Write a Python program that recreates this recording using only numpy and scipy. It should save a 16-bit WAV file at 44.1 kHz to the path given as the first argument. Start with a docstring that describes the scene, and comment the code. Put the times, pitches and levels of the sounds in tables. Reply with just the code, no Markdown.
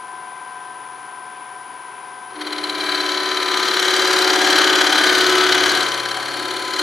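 """In a workshop a wood lathe idles: motor orders hum over belt and fan noise and a thin inverter whistle.
A gouge then meets the spinning dry bowl. Its edge rides nearly the same ridges on every turn and bites
hardest on two end-grain faces; that relief drives filters for the bed, the bowl and the steel.
Spindle orders thrum, chatter and narrow modes ring, shavings hiss, and short reflections surround it."""
import sys
import numpy as np
from scipy import signal
from scipy.fft import irfft, next_fast_len
from scipy.io import wavfile
from scipy.ndimage import uniform_filter1d

SR = 44100
rng = np.random.default_rng(int(sys.argv[2]) if len(sys.argv) > 2 else 0)


def generate_wav(sig):
    """Save sig (samples, or channels by samples) to the path in sys.argv[1] as 16-bit PCM at SR."""
    pcm = np.round(np.clip(np.atleast_2d(sig).T, -1, 1) * 32767).astype(np.int16)
    wavfile.write(sys.argv[1], SR, pcm)


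N = 300762
T = np.arange(N) / SR  # s


def amp(db):
    """Amplitude factor of a level in dB."""
    return 10 ** (np.asarray(db) / 20)


def evened(x):
    """Scale to rms 1."""
    return x / np.sqrt(np.mean(x ** 2) + 1e-20)


def read(points, hz):
    """Interpolate a (Hz, value) table on a log frequency axis."""
    f, value = np.transpose(points)
    return np.interp(np.log(hz + 1), np.log(f + 1), value)


def columns(rows):
    """One curve over time for each column after the seconds."""
    s, *values = np.transpose(rows)
    return [np.interp(T, s, v) for v in values]


def colour(x, gain):
    """Causal minimum-phase filter whose magnitude is the function gain(hz)."""
    log_gain = np.log(gain(abs(np.fft.fftfreq(8192, 1 / SR))) + 1e-5)
    spectrum = np.exp(np.conj(signal.hilbert(log_gain)))
    taps = np.fft.ifft(spectrum).real[:4096]
    return signal.oaconvolve(x, taps)[:N]


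def resonate(x, hz, width_hz):
    """A resonance of gain 1 that follows the curve hz: shift to 0 Hz, smooth, shift back."""
    turn = np.exp(2j * np.pi * np.cumsum(hz) / SR)
    r = np.exp(-np.pi * width_hz / SR)
    return 2 * (turn * signal.lfilter([1 - r], [1, -r], x / turn)).real


def tone(cycles, db, start=None):
    """Sine of rms level db; its start phase is random unless given in cycles."""
    start = rng.random() if start is None else start
    return np.sqrt(2) * amp(db) * np.sin(2 * np.pi * (cycles + start))


def waver(rate_hz):
    """Slow random drift of rms 1, from 12 sines between 1 Hz and rate_hz."""
    t = T[::200]
    slow = sum(np.sin(2 * np.pi * (f * t + rng.random())) / np.sqrt(f) for f in np.geomspace(1, rate_hz, 12))
    return np.interp(T, t, evened(slow))


def relief(turns, likeness, per_turn_hz, depth):
    """White roughness laid round a circle; a deeper shaving renews more of it on each turn."""
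    size = 6000  # points a turn
    count = int(turns[-1]) + 2
    like = np.clip(likeness(np.arange(size // 6) * per_turn_hz), .01, .995)
    z = rng.standard_normal((count, size // 6, 2)) @ [1, 1j]  # one spectrum for each turn
    for k in range(1, count):
        keep = like ** np.interp(k, turns, depth)
        z[k] = keep * z[k - 1] + np.sqrt(1 - keep ** 2) * z[k]
    surface = irfft(z, size).ravel()
    return evened(np.interp(turns * size, np.arange(count * size), surface))


# Reflected share. Each row: frequency in Hz, level in dB.
WALLS_DB = [(100, -39), (300, -10), (600, -7.5), (1200, -13.5), (2500, -11.5), (5000, -20), (8000, -3.5),
            (11000, -10), (14000, -5)]
COMMON_REMOVED = .85  # share (0-1) of the reflections common to both channels that is taken out


def workshop(x):
    """Short sparse reflections, drawn separately for each channel, decaying 60 dB in 0.29 s."""
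    at = np.arange(100, 9000, 20) + rng.integers(0, 20, (2, 445))
    taps = np.zeros((2, 9100))
    np.put_along_axis(taps, at, rng.choice([-1., 1.], at.shape) * amp(-60 * at / SR / 0.29), 1)
    taps -= COMMON_REMOVED * taps.mean(0)
    wet = colour(x, lambda hz: amp(read(WALLS_DB, hz)))
    return signal.oaconvolve(wet[None], taps / np.linalg.norm(taps[0]), axes=1)[:, :N]


# Whistle sidebands. Each row: multiple of the output frequency off the switching rate, level in dB,
# left minus right in dB.
SIDEBANDS = [(-29, -76, 0), (-23, -71, 0), (-17, -71, 0), (-15, -75, 0), (-11, -75, 0), (-9, -65, 3),
             (-5, -60, 9), (-3, -68, 0), (-1, -51.5, -5), (1, -55.5, -5), (3, -59, 10), (5, -62, 9),
             (11, -73, 0), (17, -74, 0), (23, -65.5, -2)]
SWITCH_HZ, DRIVE_HZ = 10000.7, 42.22  # switching rate, output frequency


def inverter():
    """Sidebands of the switching rate at multiples of the output frequency, some leaning to one side."""
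    whistle = 0
    for k, db, lean_db in SIDEBANDS:
        sides = amp([[lean_db / 2], [-lean_db / 2]])
        whistle = whistle + sides * tone((SWITCH_HZ + k * DRIVE_HZ) * T, db + 0.5 * waver(7.2))
    return whistle


# Motor shaft speed. Each row: time in seconds, turns a second.
MOTOR_TURNS_PER_S = [(0, 21.095), (2.3, 21.095), (2.8, 21.06), (3.7, 21.05), (4.1, 21.02), (5.7, 21.02),
                     (5.95, 21.07), (6.82, 21.07)]
# Order 48, the slot whine, swells with load. Each row: time in seconds, level in dB before the jolts.
WHINE_DB = [(0, -37), (2.37, -42.5), (2.53, -38), (2.9, -32), (3.61, -31), (3.78, -39), (4.2, -30),
            (4.55, -42), (5.3, -32), (5.5, -36), (5.87, -31), (6.36, -38), (6.63, -31.5), (6.82, -33)]
# Other strong orders. Each row: multiple of the shaft speed, level in dB before the load swell.
ORDERS_DB = [(33, -62), (35, -45.5), (37, -55), (38, -55), (40, -56.5), (44, -57), (51, -57), (52, -61),
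             (60, -56), (62, -57), (66, -58), (71, -58), (74, -43)]
# Faint tones, likely bearings and fan. Each row: frequency in Hz, mean level in dB.
BEARINGS_DB = [(1970, -64), (2067, -64), (2207, -67), (2304, -60), (2460, -66), (2643, -66), (2955, -78),
               (3052, -62), (3435, -72), (4856, -75), (5464, -73), (5970, -74)]
# Spectrum shape of belt, bearing and fan noise. Each row: frequency in Hz, relative level in dB per Hz.
IDLE_SHAPE_DB = [(25, -54), (70, -43), (125, -28), (225, -27.5), (300, -21.5), (340, -21.5), (390, -15.5),
                 (450, -22), (560, -24), (660, -25), (740, -17), (880, -17), (1010, -12), (1180, -20.5),
                 (1600, -22), (2300, -25), (2820, -29), (3100, -28.5), (3700, -32.5), (4500, -36),
                 (4950, -33.5), (5500, -37.5), (8600, -41), (10000, -27), (11200, -41), (13000, -64),
                 (15000, -64)]
IDLE_DB, RIPPLE_DB = -41.5, -44.5  # level of that noise, and of the part that repeats with the shaft
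# Pressure of gouge on wood. Each row: time in seconds, level in dB re the full cut.
PRESSURE_DB = [(2.3, -30), (2.36, -27.5), (2.42, -16), (2.7, -13), (2.9, -8), (3.35, -8.5), (3.65, -5),
               (4.1, -1.5), (4.4, -1), (4.55, 1.5), (4.7, 0.5), (5.1, -0.5), (5.75, -1.5), (5.92, -8.5),
               (6.0, -10), (6.3, -12.5), (6.72, -12.5), (6.82, -8)]


def motor():
    """Shaft orders that wander in level and phase, over a bed of belt, bearing and fan noise."""
    turns = np.cumsum(columns(MOTOR_TURNS_PER_S)[0]) / SR
    whine_db = columns(WHINE_DB)[0]
    load_db = .4 * np.maximum(whine_db + 41, 0)  # the other orders share part of the swell
    # a heavy cut jolts the motor and breaks up the whine
    shake = amp(3.9 * np.minimum(columns(PRESSURE_DB)[0], 0))
    hum = tone(48 * turns + .22 * shake * waver(30.), whine_db + shake * (4 * waver(25.) - 3.5), 0)
    # the speed flutters once a turn: orders 47 and 49 stand in opposite phase round the whine
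    hum += tone(47 * turns + .03 * waver(8.), -43 + 1.3 * waver(9.), 0)
    hum -= tone(49 * turns + .08 + .03 * waver(8.), -51 + 1.5 * waver(9.), 0)
    for k, db in ORDERS_DB:
        hum = hum + tone(k * turns + .06 * waver(6.), db + load_db + .9 * waver(7.))
    for hz, db in BEARINGS_DB:
        hum = hum + tone(hz * T + 0.047 * waver(2.9), db + 1.1 * waver(8.4))
    ripple = relief(turns, lambda hz: 1.3 / (1 + (hz / 2500) ** 2), MOTOR_TURNS_PER_S[0][1], np.ones(N))
    noise = amp(IDLE_DB) * rng.standard_normal(N) + amp(RIPPLE_DB) * ripple
    mean_gain = np.sqrt(np.mean(amp(read(IDLE_SHAPE_DB, np.linspace(0, SR / 2, 4000))) ** 2))
    return hum, colour(noise, lambda hz: amp(read(IDLE_SHAPE_DB, hz)) / mean_gain)


# Spindle orders that meet a resonance of the stand. Key: order. Each row: time in seconds,
# level in dB before the throb.
THRUM_DB = {7: [(2.3, -80), (2.6, -61), (2.9, -65), (3.7, -79), (4.3, -57), (4.76, -75), (5.05, -54.5),
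            (5.6, -48), (6.45, -51), (6.82, -62)], 17: [(2.3, -78), (2.38, -34.5), (3.0, -34), (3.8, -38.5),
            (4.09, -44), (4.3, -34), (4.54, -31), (4.69, -37), (4.95, -30.5), (5.1, -34.5), (5.6, -28.5),
            (6.05, -45), (6.25, -46), (6.44, -35), (6.6, -73), (6.82, -32)], 18: [(2.3, -70), (2.55, -52),
            (3.0, -59), (4.0, -38), (4.3, -37), (4.7, -31), (5.1, -31.5), (5.4, -43), (6.0, -42),
            (6.82, -56)], 20: [(2.3, -70), (2.5, -44), (2.9, -39), (3.3, -38.5), (4.0, -44), (4.3, -44),
            (4.7, -39), (5.0, -49), (5.4, -35), (5.7, -36), (6.05, -41), (6.82, -50)], 23: [(2.3, -70),
            (2.4, -45), (2.95, -41), (3.3, -53), (3.95, -44), (4.3, -40), (4.7, -35), (5.0, -52),
            (5.4, -47), (5.75, -45), (6.05, -60), (6.5, -44), (6.82, -46)], 21: [(2.3, -69), (2.38, -45),
            (2.7, -39), (2.91, -34.5), (3.4, -30), (3.8, -30.5), (4.21, -23), (4.35, -24.5), (4.8, -25),
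            (4.97, -38), (5.07, -24), (5.35, -19.5), (5.6, -25), (5.82, -35), (5.9, -53), (6.34, -45),
            (6.5, -32), (6.63, -38.5), (6.82, -32.5)]}
# Throb as the bowl runs out of round. Each row: time in seconds, depth once a turn, depth twice a turn.
THROB_DEPTH = [(2.4, -0.066, 0.1), (3.2, -0.22, 0.12), (3.7, 0.06, 0.08), (4.2, .04, 0.08),
               (4.5, 0.35, 0.13), (5., 0.44, 0.15), (5.7, 0.16, 0.15), (6.1, 0.022, .25),
               (6.82, 0.18, 0.27)]


def stand_thrum(turns):
    """Spindle orders through the stand, throbbing once and twice a turn."""
    thrum = sum(tone(k * turns, columns(level)[0]) for k, level in THRUM_DB.items())
    once, twice = columns(THROB_DEPTH)
    angle = 2 * np.pi * (turns - .84)
    return thrum * (1 + once * np.cos(angle) + twice * np.cos(2 * angle))


SPRAY_DB, SPRAY_HZ = -44, 11500.  # level at the full cut, lower edge


def shavings(pressure_db):
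    """Hiss of flying shavings: band-passed noise that follows the pressure."""
    def band(hz):
        return 1 / np.sqrt(1 + (SPRAY_HZ / (hz + 1)) ** 12) / (1 + (hz / 12000.0) ** 12)
    return amp(SPRAY_DB + 1.1 * pressure_db) * evened(colour(rng.standard_normal(N), band))


def strokes(db, size=400):
    """Random gain of db rms that differs from one stroke of end grain to the next."""
    smooth = uniform_filter1d(uniform_filter1d(rng.standard_normal(N), size), size)
    return amp(db * evened(smooth))


# Spindle speed, sagging as the belt is loaded. Each row: time in seconds, turns a second.
SPINDLE_TURNS_PER_S = [(0, 17.79), (2.3, 17.79), (3.2, 17.76), (3.5, 17.69), (4, 17.655), (4.7, 17.67),
                       (5.2, 17.64), (5.6, 17.6), (5.9, 17.75), (6.3, 17.83), (6.82, 17.8)]
CHIP_DB, CHIP_MEMORY = -5., 0.938  # level at the full cut; likeness a turn (0-1) at shaving depth 1


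def chips(turns, depth):
    """Sharp snaps at the hardest spots of the surface, which return for a few turns."""
    return evened(relief(turns, lambda hz: CHIP_MEMORY + 0 * hz, SPINDLE_TURNS_PER_S[0][1], depth) ** 3)


def chatter(wood, hz, width_hz):
    """The edge locks to one mode: an even vibration whose phase is led by the ridges left on the wood."""
    mode_hz = hz * np.ones(N)
    ring = resonate(resonate(wood, mode_hz, width_hz), mode_hz, width_hz)
    ring = signal.hilbert(ring, next_fast_len(N))[:N]
    return evened((ring / (abs(ring) + 1e-9) ** 1.02).real)


# Narrow rings of bowl and gouge. Key: frequency in Hz, width in Hz, pulsing with the bite (exponent).
# Each row: time in seconds, level in dB, played 6.5 dB lower and pulsing with the bite.
RINGS_DB = {(548, 18, .12): [(2.4, -71), (3.16, -33.5), (3.64, -44), (4.04, -27), (5.0, -32), (5.37, -64),
            (5.92, -34.5), (6.66, -50), (6.82, -45)], (741, 18, .12): [(2.4, -53), (2.99, -63), (3.73, -35),
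            (4.47, -19), (4.65, -31), (4.95, -21), (5.02, -37), (5.8, -22.5), (6.02, -48), (6.19, -25),
            (6.24, -46), (6.82, -41)], (1230, 90, .3): [(2.4, -49), (2.6, -63), (3.27, -41), (3.59, -23.5),
            (4.42, -43), (4.57, -28), (4.7, -35), (5.08, -42), (5.61, -39), (6.25, -62), (6.82, -52)],
            (1320, 70, .35): [(2.4, -60), (2.94, -37), (3.22, -31), (3.67, -33), (4.49, -48), (4.53, -24),
            (5.11, -41), (5.42, -16), (5.64, -40), (5.83, -24), (5.93, -33), (6.82, -36)],
            (1495, 60, .4): [(2.4, -54), (2.42, -42), (2.67, -54), (2.85, -31), (3.22, -31), (4.43, -43),
            (4.53, -19), (4.82, -17), (4.87, -27), (5.12, -16.5), (5.71, -20), (5.99, -30.5), (6.73, -46),
            (6.82, -32)], (1618, 30, .12): [(2.4, -69), (2.89, -24), (3.46, -45), (4.11, -18.5),
            (4.23, -34), (4.43, -17), (4.89, -23), (5.03, -14.5), (5.23, -34), (5.69, -19.5), (6.38, -44),
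            (6.82, -31)], (1725, 60, .5): [(2.4, -64), (4.85, -41), (4.98, -25), (5.12, -25), (5.25, -42),
            (6.82, -60)], (6950, 120, .3): [(2.4, -62), (2.41, -60), (3.03, -58), (4.78, -29), (4.95, -41),
            (5.76, -35), (6.02, -48), (6.78, -37), (6.82, -41)]}


def singing(wood, bite, turns):
    """Narrow modes of bowl and gouge that come and go, pulsing with the bite and once a turn."""
    once = 1 + 0.19 * np.cos(2 * np.pi * (turns - .55))
    total = 0
    for (hz, width_hz, pulse), level in RINGS_DB.items():
        total = total + amp(columns(level)[0] - 6.5) * chatter(wood, hz, width_hz) * bite ** pulse * once
    return total


def modes(table):
    """Magnitude of a set of resonances, closed off below the first and above the last."""
    def gain(hz):
        power = sum(amp(db) ** 2 / (1 + (2 * (hz - f) / w) ** 2) for f, w, db in table)
        below = 1 + (1.064 * table[0][0] / (hz + 1)) ** 12
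        above = 1 + (hz / 0.96 / table[-1][0]) ** 14
        return np.sqrt(power / below / above)
    return gain


# Steel modes, one list each for tool rest, gouge shaft, flute, cutting edge.
# Each row: frequency in Hz, width in Hz, relative level in dB.
STEEL_MODES = ([(2970, 94, -1.5), (3154, 120, 1), (3390, 100, -1)], [(3700, 91, -1.5), (4300, 340, -4),
               (4700, 860, -10)], [(5590, 210, 0.5), (5900, 210, -2.5), (6296, 68, 1), (6820, 170, -1)],
               [(7200, 160, 0.5), (7850, 280, 1), (8810, 260, -1), (9550, 250, -5), (10700, 660, -7),
               (12950, 340, -9.5), (14000, 550, -10.5)])
# Upper shaft mode, moved by the grip of the hand. Each row: time in seconds, frequency in Hz,
# level in dB re the other shaft modes.
GRIP_MODE_HZ_DB = [(2.3, 4460, -7), (3.2, 4400, -26), (4, 4650, -3), (4.6, 4600, -4), (5.3, 4620, -3),
                   (5.9, 4490, -10), (6.3, 4320, 1), (6.82, 4450, -14)]
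# Main shaft mode, stiffened or freed by the grip. Each row: time in seconds, frequency in Hz.
SHAFT_MODE_HZ = [(2.4, 4100), (3.02, 4009), (5.32, 4070), (6.8, 4130)]
# Excess of chatter on the first face over the opposite side. Each row: time in seconds,
# tool rest in dB, shaft in dB.
FAVOUR_DB = [(2.4, -1.5, -9), (2.8, 8, 2.5), (3.05, 17, -6.5), (3.3, 9, -1), (3.5, 8, -4), (3.65, -2, -1),
             (4.3, -5, 2.5), (4.7, -4, 3), (5.2, -12, -2), (5.7, 9, 15), (6.1, -6, -15), (6.3, 0, 0),
             (6.6, 3, 0), (6.82, -8, 5)]
REST_PING_HZ, PING_WIDTHS_HZ = 3150, (100, 90)  # rest mode; widths for rest and shaft, each pass


def steel_parts(wood, torn, bite, turns, chatter_db):
    """Tool rest, shaft, flute and edge ring with the torn wood; rest and shaft also chatter."""
    sharpness = (0.23, 0.39, 0.38, 0.71)  # how sharply each part follows the bite
    parts = [evened(colour(torn * bite ** g * strokes(1.22), modes(m)))
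             for g, m in zip(sharpness, STEEL_MODES)]
    grip_hz, grip_db = columns(GRIP_MODE_HZ_DB)
    upper = resonate(resonate(torn * bite ** .55, grip_hz, 230.0), grip_hz, 230.0)
    parts[1] = parts[1] + amp(grip_db) * evened(upper)
    shaft_hz = columns(SHAFT_MODE_HZ)[0]
    main = resonate(torn * bite ** .5, shaft_hz, 84.0)
    parts[1] = evened(parts[1] + amp(-9.0) * evened(main))
    favour_db = columns(FAVOUR_DB)
    for k, (hz, width_hz) in enumerate(zip((REST_PING_HZ, shaft_hz), PING_WIDTHS_HZ)):
        ping = chatter(wood, hz * (1 + 0.0018 * waver(4.)), width_hz)
        ping = ping * bite ** 1.22 * strokes(1.7)
        ping = ping * amp(favour_db[k] / 2 * np.cos(2 * np.pi * turns))
        ping = amp(chatter_db + 0.5) * evened(ping)
        # chatter takes a share of the part's vibration
        parts[k] = (parts[k] + ping) / np.sqrt(1 + amp(chatter_db) ** 2)
    return parts


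# Meeting of second face and edge. Each row: time in seconds, share of a turn.
SECOND_FACE_TURN = [(2.4, 0.63), (2.9, 0.49), (3.6, 0.55), (4.1, 0.42), (5.4, 0.47), (5.8, 0.38),
                    (6.82, 0.55)]


def end_grain_bite(turns, first, steady, narrow):
    """Power of the cut: a steady part plus two end-grain passes a turn, evened over about one turn."""
    face = [np.exp(narrow * (np.cos(2 * np.pi * (turns - side)) - 1))
            for side in (0, columns(SECOND_FACE_TURN)[0])]
    bite = steady + 4 * (1 - steady) * (first * face[0] + (1 - first) * face[1])
    bite /= uniform_filter1d(bite, 2490)
    return bite * strokes(1.34)


# How the edge sits in the wood. Each row: time in seconds, share of the bite on the first face (0-1),
# steady cut between faces (0-1), narrowness of the biting arc, chatter in dB re the torn vibration.
EDGE_CONTACT = [(2.3, 0.96, 0.04, 3.5, -2), (2.55, 0.91, 0.18, 6.5, 1), (2.72, 0.91, 0.3, 5.2, 0),
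                (3.05, 0.27, 0.36, 6.2, -0.5), (3.3, 0.61, 0.38, 13, -1), (3.7, 0.47, 0.32, 7.2, -2),
                (4.2, 0.51, 0.41, 7.8, -3), (4.55, 0.51, 0.27, 9.6, -5), (4.9, 0.37, 0.29, 5.3, -4.5),
                (5.3, 0.58, 0.36, 8.6, -9.5), (6.05, 0.39, 0.24, 12, -6), (6.25, 0.45, 0.32, 7, -10),
                (6.6, 0.43, 0.34, 9.7, -6), (6.82, 0.39, 0.18, 5.1, -2.5)]
# Likeness of the surface from turn to turn at shaving depth 1. Each row: frequency in Hz, likeness (0-1).
RIDGE_MEMORY = [(300, 0.91), (1000, 0.89), (2000, 0.88), (3200, 0.85), (4200, 0.73), (7000, 0.56),
                (12000, 0.4)]
# Spectrum shapes of bed and bowl. Each row: frequency in Hz, relative level in dB per Hz.
BED_SHAPE_DB = [(25, -37), (90, -41.5), (200, -23.5), (270, -16.5), (320, -7.5), (370, -5), (410, -8.5),
                (450, -11), (560, -14), (630, -18.5), (730, -20), (950, -13.5), (1300, -13), (2600, -88)]
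BOWL_SHAPE_DB = [(350, -67), (650, -9.5), (740, -9), (950, -4), (1500, -2.5), (2150, -4.5), (2400, -7),
                 (2750, -16), (3300, -18), (6000, -101)]
# Bed, bowl, tool rest, gouge shaft, flute, cutting edge. Each row: level in dB at the full cut without
# chatter (the steel swells besides), dB gained per dB of pressure, dB gained in full chatter.
FOLLOW_DB = [(-24.5, 0.66, -4.5), (-18.5, 0.89, -1.75), (-22.5, 1.23, 2.8), (-23, 1.09, 5),
             (-29.5, 1.0, -1.5), (-32, 1.26, -2.)]
# Swells of the steel during the cut. Each row: time in seconds, gain in dB for tool rest, shaft, flute
# and edge, added to the level that follows the pressure.
STEEL_SWELL_DB = [(2.4, 2.5, 3.5, -1.5, 3), (2.85, -2.5, 3, -0.5, 2), (3.15, 0.5, 5, 2, 1.3),
                  (3.45, -2, 4, 0, 1.5), (3.75, 0.5, 2, 4, 2), (4.2, -4, 0.6, 1.5, .1),
                  (4.7, -2.7, -1, 0.3, -2.7), (5.2, -1.3, 1.5, 0.7, 0.5), (5.6, -1.2, 0.5, 1.5, -3),
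                  (5.9, 0, 3, 0.5, 3.5), (6.2, 1, 2.2, 1, 4.5), (6.5, 0.5, 3.8, 0.5, 5),
                  (6.82, 1.5, 4, 2.5, 5.5)]
DEPTH_FULL, DEPTH_SLOPE = 1.73, 0.57  # shaving depth factor at the full cut, its dB per dB of pressure


def gouge():
    """The surface relief, gripped twice a turn, shakes bed, bowl and steel."""
    turns = np.cumsum(columns(SPINDLE_TURNS_PER_S)[0]) / SR
    pressure_db = columns(PRESSURE_DB)[0]
    first, steady, narrow, chatter_db = columns(EDGE_CONTACT)
    depth = DEPTH_FULL * amp(DEPTH_SLOPE * pressure_db)
    first, steady, depth = np.clip([first, steady, depth], .02, [[1], [1], [3]])
    bite = end_grain_bite(turns, first, steady, narrow)
    wood = relief(turns, lambda hz: read(RIDGE_MEMORY, hz), SPINDLE_TURNS_PER_S[0][1], depth)
    fibres = amp(1.9 * evened(uniform_filter1d(rng.standard_normal(N), 25)))  # fibres tear unevenly
    touch = np.clip((T - PRESSURE_DB[0][0]) / 0.015, 0, 1)
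    share = 1 / (1 + amp(-2 * chatter_db))  # share of the vibration that is chatter
    bed_db, bowl_db, *steel_db = [db + slope * pressure_db + gain_db * share
                                  for db, slope, gain_db in FOLLOW_DB]
    bed = colour(wood * bite ** 0.073, lambda hz: amp(read(BED_SHAPE_DB, hz)))
    bowl = colour(wood * bite ** 0.27 * fibres, lambda hz: amp(read(BOWL_SHAPE_DB, hz)))
    snaps = amp(CHIP_DB + 0.29 * pressure_db) * chips(turns, depth) * bite ** 0.19
    torn = wood * fibres + snaps
    parts = steel_parts(wood, torn, bite, turns, chatter_db)
    swells_db = columns(STEEL_SWELL_DB)
    steel = sum(amp(db + swell_db) * part for db, swell_db, part in zip(steel_db, swells_db, parts))
    steel += singing(wood, bite, turns)
    steel += shavings(pressure_db)
    cut = amp(bed_db) * evened(bed) + amp(bowl_db) * evened(bowl) + steel
    return touch * stand_thrum(turns), touch * cut


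# Balance of the direct sound. Each row: frequency in Hz, left minus right in dB.
LEAN_DB = [(60, 0), (200, -.6), (400, -.5), (740, 4.5), (1010, 7), (1560, 4.8), (2400, 4), (4400, 3),
           (8000, .8), (15000, 1.5)]


def scene():
    """Direct sound with a left-right lean by frequency, plus whistle and reflections."""
    hum, noise = motor()
    thrum, cut = gouge()
    hz = np.fft.rfftfreq(1024, 1 / SR)
    shadow = [np.roll(irfft(amp(side * read(LEAN_DB, hz))), 512) for side in (.5, -.5)]
    direct = [signal.oaconvolve(hum + noise + thrum + cut, s, "same") for s in shadow]
    return np.array(direct) + inverter() + workshop(noise + cut)


EDGE_HZ = 15690  # band limit


def record(dry):
    """Soft overload near full scale, then the band limit."""
    held = 1.253 * np.tanh(dry / 1.402)
    low_pass = signal.firwin(511, EDGE_HZ, window=("kaiser", 9), fs=SR)
    return np.clip(signal.oaconvolve(held, low_pass[None], "same"), -1, 1)


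dry = scene()
out = record(dry)
generate_wav(out)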